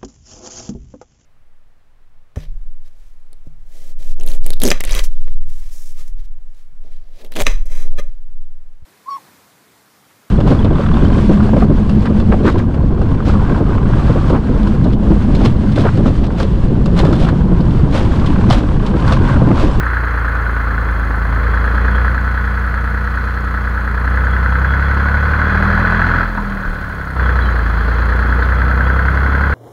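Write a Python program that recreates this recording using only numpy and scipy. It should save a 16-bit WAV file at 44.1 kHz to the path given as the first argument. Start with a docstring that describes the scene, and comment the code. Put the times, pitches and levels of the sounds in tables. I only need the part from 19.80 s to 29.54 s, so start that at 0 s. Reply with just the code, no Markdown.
"""On a dirt track, inside the cab of a three-cylinder diesel tractor, on a camera's own microphone.
Knocks and valve taps ring the block close by, exhaust overtones glide through the cab's standing waves.
The engine speeds up, the throttle is shut for a second, then it pulls again.
Cab walls boom and rumble, sheet metal buzzes under load, and bumps in the track jolt loose parts.
Behind it all the camera's electronics add steady high tones, hiss and quick faint chirps."""
import sys
import numpy as np
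from scipy import signal
from scipy.fft import rfft, irfft, next_fast_len
from scipy.io import wavfile
from scipy.ndimage import uniform_filter1d, minimum_filter1d

SR = 44100
rng = np.random.default_rng(int(sys.argv[2]) if len(sys.argv) > 2 else 0)


def master_out(mix):
    """Clip the mix to full scale and print it as 16-bit PCM to the path in sys.argv[1]."""
    frames = np.transpose(np.atleast_2d(mix))
    ceiling = np.clip(frames, -1, 1)
    pcm = np.round(ceiling * 32767).astype(np.int16)
    wavfile.write(sys.argv[1], SR, pcm)


N = 429529
T = np.arange(N) / SR
CYLINDERS = 3


def amp(db):
    """Decibels to gain."""
    return 10 ** (np.asarray(db) / 20)


def evened(x):
    """Scales to rms 1."""
    return x / np.sqrt(np.mean(x ** 2) + 1e-20)


def curves(rows):
    """Each column of a table, joined by straight lines in time."""
    s, *columns = np.transpose(rows)
    return [np.interp(T, s, column) for column in columns]


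def humps(x, rows):
    """Lift in dB near each (centre, width, dB), shaped like a resonance."""
    return sum(db / (1 + (2 * (x - centre) / width) ** 2) for centre, width, db in rows)


def waver(hz):
    """Random drift of rms 1 with nothing faster than the given rate."""
    size = next_fast_len(N, True)
    spectrum = rfft(rng.standard_normal(size))
    slow = np.fft.rfftfreq(size, 1 / SR) < hz
    return evened(irfft(spectrum * slow, size)[:N])


def colour(x, points, rings=(), size=8192):
    """Causal minimum-phase filter with the given spectrum and resonances; the result has rms 1."""
    hz = np.fft.rfftfreq(size, 1 / SR)
    f, db = np.transpose(points)
    db = np.interp(np.log(hz + 1), np.log(f), db) + humps(hz, rings)
    log_gain = np.log(amp(np.r_[db, db[-2:0:-1]]))
    response = np.fft.ifft(np.exp(np.conj(signal.hilbert(log_gain)))).real[:size // 2]
    return evened(signal.oaconvolve(x, response)[:N])


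def blows(cycle, place, spread_db, jitter_s):
    """One click each time the engine cycle passes a place, uneven in strength and timing."""
    at = np.flatnonzero(np.diff(np.floor(cycle - place)) > 0)
    size, slip = rng.standard_normal((128, 2))[:len(at)].T
    at = at + np.round(slip * jitter_s * SR).astype(int)
    clicks = np.zeros(N)
    clicks[np.clip(at, 0, N - 1)] = amp(spread_db * size)
    return clicks


def dying(clicks, decay_s):
    """Each click becomes an exponential decay."""
    return signal.lfilter([1], [1, -np.exp(-1 / (decay_s * SR))], clicks)


def chatter(cycle, alike, size=4096):
    """Tiny metal contacts: a share of the power recurs at the same crank angle, the rest is new."""
    alike = np.clip(alike, 0, 1)
    recurring = rng.standard_normal(size)[(cycle % 1 * size).astype(int)]
    return np.sqrt(alike) * recurring + np.sqrt(1 - alike) * rng.standard_normal(N)


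def order(cycle, multiple):
    """One sinusoidal partial of the engine's pressure wave, locked to the crankshaft."""
    return -np.cos(2 * np.pi * multiple * cycle - np.pi / 4)


# engine speed: time_s, firings_per_s
ENGINE_SPEED = [(0.0, 29.59), (0.37, 28.593), (1.36, 27.229), (2.3, 30.559), (2.9, 29.892), (3.2, 30.211),
                (4.14, 29.626), (4.36, 31.272), (4.65, 31.435), (4.94, 33.663), (5.35, 35.405),
                (6.17, 41.961), (6.46, 42.564), (7.48, 30.733), (7.55, 31.231), (7.88, 27.283),
                (8.33, 29.384), (9.74, 34.923)]
# load as the engine pulls, eases and coasts: time_s, load_db (relative to full load)
ENGINE_LOAD = [(0, -5), (1.23, -3.5), (1.7, -1), (2.27, -1), (2.36, -4), (3.55, -6.5), (4.15, -5.5),
               (4.3, -2.5), (5.9, -1), (6.4, -3), (6.5, -17.5), (7.33, -14.5), (7.41, -1), (7.58, -1.5),
               (7.9, -1.9), (8.4, -1), (9.74, -2)]
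CRUISE_HZ = 30  # firings per second at which the loudness laws start


def level(law):
    """Level in dB from engine speed and load; every law lists level_db, db_per_octave, db_per_load_db."""
    db, db_per_octave, db_per_load = law
    octaves = np.log2(curves(ENGINE_SPEED)[0] / CRUISE_HZ)
    return db + db_per_octave * octaves + db_per_load * curves(ENGINE_LOAD)[0]


SWING_S, SWING_LENGTH_S = 0.82, 1  # middle and length of the camera's turn


def sideways():
    """1 while the camera faces the side window, nearer the clatter; 0 once it faces the front."""
    return np.clip(.5 - (T - SWING_S) / SWING_LENGTH_S, 0, 1)


# cylinder blows, each hard within a range of speed; the second cylinder strikes twice:
# cycle_place (0-1), ring_hz, relative_db, range_middle (firings per s), range_width (firings per s)
KNOCKS = [(.011, 1410, -10.5, 30, 9.6), (.312, 1420, -4.5, 28.6, 2.4), (.378, 1460, -1.5, 28.8, 2.6),
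          (.652, 1587, 2, 32.1, 5.5)]
# the soft blow present at all speeds, which grows as the engine races
SOFT_KNOCK_LAW = (-15, 22, 0)
HALF_FORCE_LOAD_DB = -17  # load at which the knocks have half their force


def knocks(cycle, firing_hz):
    """Combustion strikes the block, less at low load; each blow swells and rings for milliseconds."""
    t, out = T[:1024], 0
    swell = t / .0019 * np.exp(1 - t / .0019)
    fuel = np.clip(1.5 - (curves(ENGINE_LOAD)[0] / HALF_FORCE_LOAD_DB) ** 2, 0, 1)
    soft = amp(level(SOFT_KNOCK_LAW))
    for place, hz, db, middle_hz, width in KNOCKS:
        in_range = 1 / (1 + (2 * (firing_hz - middle_hz) / width) ** 4)
        force = fuel * (soft + amp(db) * in_range)
        strikes = 2 * force * blows(cycle, place, spread_db=1, jitter_s=.00008)
        ring = swell * np.sin(2 * np.pi * hz * t)
        out = out + signal.oaconvolve(strikes, ring)[:N]
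    return out


# spectrum of the engine block: pitch_hz, relative_db
BLOCK = [(200, -31), (500, -18), (800, -10.5), (1040, -2.5), (1180, -3), (1330, -1), (1500, 2),
         (1680, -2.5), (1850, -5.5), (2020, -6.5), (2300, -19.5), (2750, -25.5), (3700, -49), (6000, -56.5)]
# rings of the block and the tin around it, also heard in the valves: pitch_hz, width_hz, lift_db
RINGS = [(1320, 41, 6.5), (1483, 36, 6), (1690, 96, 3.5), (2473, 26, 6), (3150, 96, 6), (3286, 26, 5),
         (3440, 56, 8.5)]


def block(cycle, slaps, taps):
    """Blows and taps ring the cast block over a bed of gear chatter."""
    power = dying(.5 * slaps + taps ** 2, decay_s=.0035) + .38
    return colour(np.sqrt(power) * chatter(cycle, alike=.7), BLOCK, RINGS)


# spectrum of the valve gear: pitch_hz, relative_db
VALVES = [(1500, -10.5), (2500, 2), (2950, -2.5), (3330, 1.5), (3500, -1.5), (3700, -4.5), (3850, -6.5),
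          (3980, 5), (4400, 2.5), (4800, -5), (5300, -13), (6800, -16), (8000, -33), (14000, -55)]


def valves(cycle, slaps, taps):
    """The same blows shake the light valve gear into a brighter, less regular chatter."""
    power = dying(slaps + taps, decay_s=.004) + .7
    return colour(np.sqrt(power) * chatter(cycle, alike=.3), VALVES, RINGS)


# lighter blows of injectors and valves: cycle_place (0-1), relative_db
TAPS = [(0.11, -8), (0.31, 2), (0.423, -6.5), (.468, -7), (0.634, 0), (0.751, -4), (.975, -3)]
# loudness of the block with its knocks, then of the valves
CLATTER_LAW = (-21, 11.4, 0.62)
VALVE_LAW = (-46, 12.8, 0.41)
# spells in which the treble of the clatter swells: middle_s, length_s, lift_db
BRIGHT_SPELLS = [(1.9, .7, 2), (3.5, 0.33, 2.5), (8.05, 0.99, 4.5)]
SIDE_CLATTER_DB = 2.6  # extra clatter toward the side window; the valves get half of these dB


def clatter(cycle, firing_hz):
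    """Each engine cycle triggers blows and taps that excite the block and the valve gear."""
    slaps = sum(blows(cycle, place, spread_db=.8, jitter_s=.0004) for place, *_ in KNOCKS)
    taps = sum(amp(db) * blows(cycle, place, spread_db=1, jitter_s=.0004) for place, db in TAPS)
    side_db = SIDE_CLATTER_DB * sideways()
    block_gain = amp(level(CLATTER_LAW) + side_db)
    valve_gain = amp(level(VALVE_LAW) + humps(T, BRIGHT_SPELLS) + .5 * side_db)
    low = knocks(cycle, firing_hz) + block(cycle, slaps, taps)
    return block_gain * low + valve_gain * valves(cycle, slaps, taps)


# overtones; unequal cylinders fill in between the firing orders: cycle_multiple, level_db (at full load)
EXHAUST = [(7, -38), (8, -39), (10, -44.5), (11, -48.5), (12, -36), (13, -46.5), (16, -47), (18, -43),
           (20, -47.5), (21, -44), (24, -46), (27, -50), (30, -45.5), (40, -48.5), (48, -50.5)]
EXHAUST_LAW = (0, 0, 0.6)
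# standing waves across the cab: pitch_hz, width_hz, lift_db
CAB_AIR = [(110.6, 10, 6.3), (134, 11, 8), (165.2, 24, 9.2), (209.5, 15.2, 11.9), (276.4, 27, 6.9)]
# standing waves heard when facing the side window: pitch_hz, width_hz, extra_db
SIDE_AIR = [(289, 30, 6.5), (198, 57, -7), (116, 12, 3)]
THIRD_ORDER_DB = -24.5  # at three times the firing rate, full load
EXHAUST_WAVER_DB = 1.44  # rms


def exhaust(cycle, cycle_hz):
    """Exhaust pressure as overtones of the cycle, which swell as they glide through cab standing waves."""
    out = amp(THIRD_ORDER_DB) * order(CYLINDERS * cycle, 3)
    side = sideways()
    for multiple, db in EXHAUST:
        multiple = round(multiple)
        hz = multiple * cycle_hz
        lift = humps(hz, CAB_AIR) + side * humps(hz, SIDE_AIR)
        path = rng.random()  # reflections delay each overtone differently
        gain = amp(db + lift + EXHAUST_WAVER_DB * waver(hz=7.7))
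        out = out + gain * order(cycle + path, multiple)
    return np.sqrt(2) * amp(level(EXHAUST_LAW)) * out


# loudness of the air boom, the rocking and the wall drone, before their resonances
BOOM_LAW = (-20, 0, 1.0)
SHAKE_LAW = (-45.5, 0, .15)
DRONE_LAW = (-38.5, 6.3, 0.31)
# air of the whole cab, driven at twice the firing rate: pitch_hz, width_hz, lift_db
CAB_BOOM = [(62.8, 35, 9)]
# the cab rocking on its mounts at the firing rate: pitch_hz, width_hz, lift_db
CAB_MOUNTS = [(41.6, 15.6, 27.3)]
# the cab's walls, driven at five times the firing rate: pitch_hz, width_hz, lift_db
CAB_DRONE = [(163, 18, 9), (199.7, 27, 15.5)]


def cab_hum(firings, firing_hz):
    """Cab air, mounts and walls hum at multiples of the firing rate, loudest at their resonances."""
    boom_db = level(BOOM_LAW) + humps(2 * firing_hz, CAB_BOOM) + .2 * waver(hz=10)
    shake_db = level(SHAKE_LAW) + humps(firing_hz, CAB_MOUNTS) + waver(hz=8)
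    drone_db = level(DRONE_LAW) + humps(5 * firing_hz, CAB_DRONE) + waver(hz=10)
    boom = amp(boom_db) * order(firings, 2)
    shake = amp(shake_db) * order(firings + .1, 1)
    drone = amp(drone_db) * order(firings - .06, 5)
    return np.sqrt(2) * (boom + shake + drone)


# spectrum of the cab's rumble: pitch_hz, relative_db
RUMBLE = [(12, -12), (30, -2), (60, 8.5), (130, 3), (205, 2), (270, 3.5), (330, -0.5), (470, 1), (620, -2),
          (800, -5), (1100, -0.5), (2500, -75)]
RUMBLE_LAW = (-27.5, 6.2, 0.51)
# firing rate at which the panels rumble most: firings_per_s, width (firings per s), lift_db
CAB_JUDDER = [(39.9, 4.8, 3)]
# slow drift in the rumble's level: time_s, change_db
RUMBLE_DRIFT = [(0, 0), (2.1, 1), (2.7, -3), (4.2, -1), (5.5, -1.5), (7, 1.5), (8, 1.5), (9.74, 2.5)]


def cab_rumble(cycle, firings, firing_hz):
    """Cab panels rumble as filtered noise that pulses at nearly the firing rate."""
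    strokes = 1 + 0.37 * order(firings, 0.94)
    rumble = colour(strokes * chatter(cycle, alike=.35), RUMBLE)
    rumble_db = level(RUMBLE_LAW) + humps(firing_hz, CAB_JUDDER) + curves(RUMBLE_DRIFT)[0]
    return amp(rumble_db) * rumble


# spectra of loose sheet metal, a large panel and a small tin cover: pitch_hz, relative_db
PANEL = [(250, -45.5), (410, -16), (455, 0.5), (483, 4), (520, 2.5), (600, -27.5), (900, -59.5)]
COVER = [(2000, -47), (2900, -14), (3100, -1), (3200, -9.5), (3337, 12), (3400, -13), (3460, -1),
         (3600, -29), (5000, -45)]
PANEL_LAW = (-38, -7, 1.27)
COVER_LAW = (-47.5, 4, 2.7)
COVER_FLUTTER_DB = 3.5  # rms; the tin cover buzzes in fits


def sheet_metal(cycle):
    """A large panel and a small tin cover buzz in step with the firings, most under load."""
    shaking = 1 + .5 * order(cycle, CYLINDERS)
    panel = colour(shaking * chatter(cycle, alike=0.3), PANEL)
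    flutter = amp(COVER_FLUTTER_DB * waver(hz=9))
    cover = colour(shaking * flutter * chatter(cycle, alike=.4), COVER)
    return amp(level(PANEL_LAW)) * panel + amp(level(COVER_LAW)) * cover


# bumps of the track: start_s, level_db (before the decay), pitch_hz, width_hz, decay_s
JOLTS = [(6.574, -23, 215, 90, .025), (6.575, -16.5, 1000, 350, .017), (6.576, -17, 1480, 500, .013),
         (6.835, -23, 1500, 450, .03), (2.15, -39, 3250, 200, .02), (6.949, -39, 3800, 2200, .004),
         (7.455, -36, 3270, 150, .02), (7.62, -39, 3970, 70, .08), (7.655, -37, 3130, 150, .025),
         (8.625, -37, 3700, 2000, .025)]


def jolts():
    """Bumps set loose parts of the cab rattling: bands of noise with a quick attack and a decay."""
    out, hz, t = np.zeros(N), np.fft.rfftfreq(SR, 1 / SR), T[:SR]
    for s, db, centre, width, decay_s in JOLTS:
        band = 1 / (1 + (2 * (hz - centre) / width) ** 4)
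        ring = evened(irfft(rfft(rng.standard_normal(SR)) * band, SR))
        envelope = np.exp(-t / decay_s) * (1 - np.exp(-t / 0.00073))
        part = out[round(s * SR):][:SR]
        part += (amp(db) * ring * envelope)[:len(part)]
    return out


# heave of the cab over a rut: peak_db, pitch_hz, half_length_s
LURCH = (-13, 33, .035)
LURCH_AT_S = 6.886  # middle of the heave


def lurch():
    """One rut heaves the whole cab: a low tone under a short bell-shaped envelope."""
    db, heave_hz, half = LURCH
    since = T - LURCH_AT_S
    return amp(db) * np.exp(-(since / half) ** 2) * np.cos(2 * np.pi * heave_hz * since)


# steady tones of the camera's electronics: pitch_hz, level_db
WHINE = [(12331, -82), (12407.6, -72.5), (12484.5, -72.5), (12561, -83)]


def whine():
    """The camera's thin high tones, which drift in pitch together."""
    drift = np.cumsum(3.5 * waver(hz=3)) / SR
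    tones = sum(amp(db) * np.sin(2 * np.pi * (hz * T + drift + rng.random())) for hz, db in WHINE)
    return np.sqrt(2) * tones


# chirps of the camera's electronics: pitch_hz, peak_db (typical)
CHIRPS = [(6500, -56), (9850, -56)]
CHIRP_RATE_HZ, CHIRP_SHARE = 20, .16  # average chirps per second, share of time they sound


def chirps():
    """The camera's short gated tones, uneven in timing, strength and pitch."""
    slots = CHIRP_RATE_HZ * T + 0.125 * waver(hz=12)
    slot = np.clip(slots, 0, None).astype(int)
    gate = uniform_filter1d((slots % 1 < CHIRP_SHARE) * 1., size=60)
    out = 0
    for hz, db in CHIRPS:
        size, detune = rng.standard_normal((256, 2))[slot].T
        pitch = hz + 70 * detune + 90 * waver(hz=390)
        out = out + amp(db + 2 * size) * gate * np.sin(2 * np.pi * np.cumsum(pitch) / SR)
    return out


# spectrum of the camera's hiss: pitch_hz, relative_db
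HISS = [(1000, 13), (7800, -1), (9300, 1), (11500, -2), (13500, -1), (14400, 3), (15600, 2)]


def hiss():
    """The camera's steady electronic noise."""
    return amp(-50.5) * colour(rng.standard_normal(N), HISS)


def scene():
    """One crankshaft drives every engine sound."""
    firing_hz = curves(ENGINE_SPEED)[0]
    cycle_hz = firing_hz / CYLINDERS
    cycle = np.cumsum(cycle_hz) / SR
    firings = CYLINDERS * cycle
    engine = clatter(cycle, firing_hz) + exhaust(cycle, cycle_hz)
    cab = cab_hum(firings, firing_hz) + cab_rumble(cycle, firings, firing_hz)
    body = cab + sheet_metal(cycle) + jolts() + lurch()
    electronics = whine() + chirps() + hiss()
    return (engine + body + electronics)[None]


EDGE_HZ = 15750  # upper limit of the sound


def record(dry):
    """A smooth limiter holds the highest peaks under full scale; then a low-pass limits the band."""
    room = np.minimum(1, .97 / (abs(dry) + 1e-9))
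    gain = uniform_filter1d(minimum_filter1d(room, size=401), size=301)
    low_pass = signal.firwin(1023, EDGE_HZ, window=("kaiser", 9), fs=SR)
    return signal.oaconvolve(dry * gain, low_pass[None], "same")


dry = scene()
out = record(dry)
master_out(out)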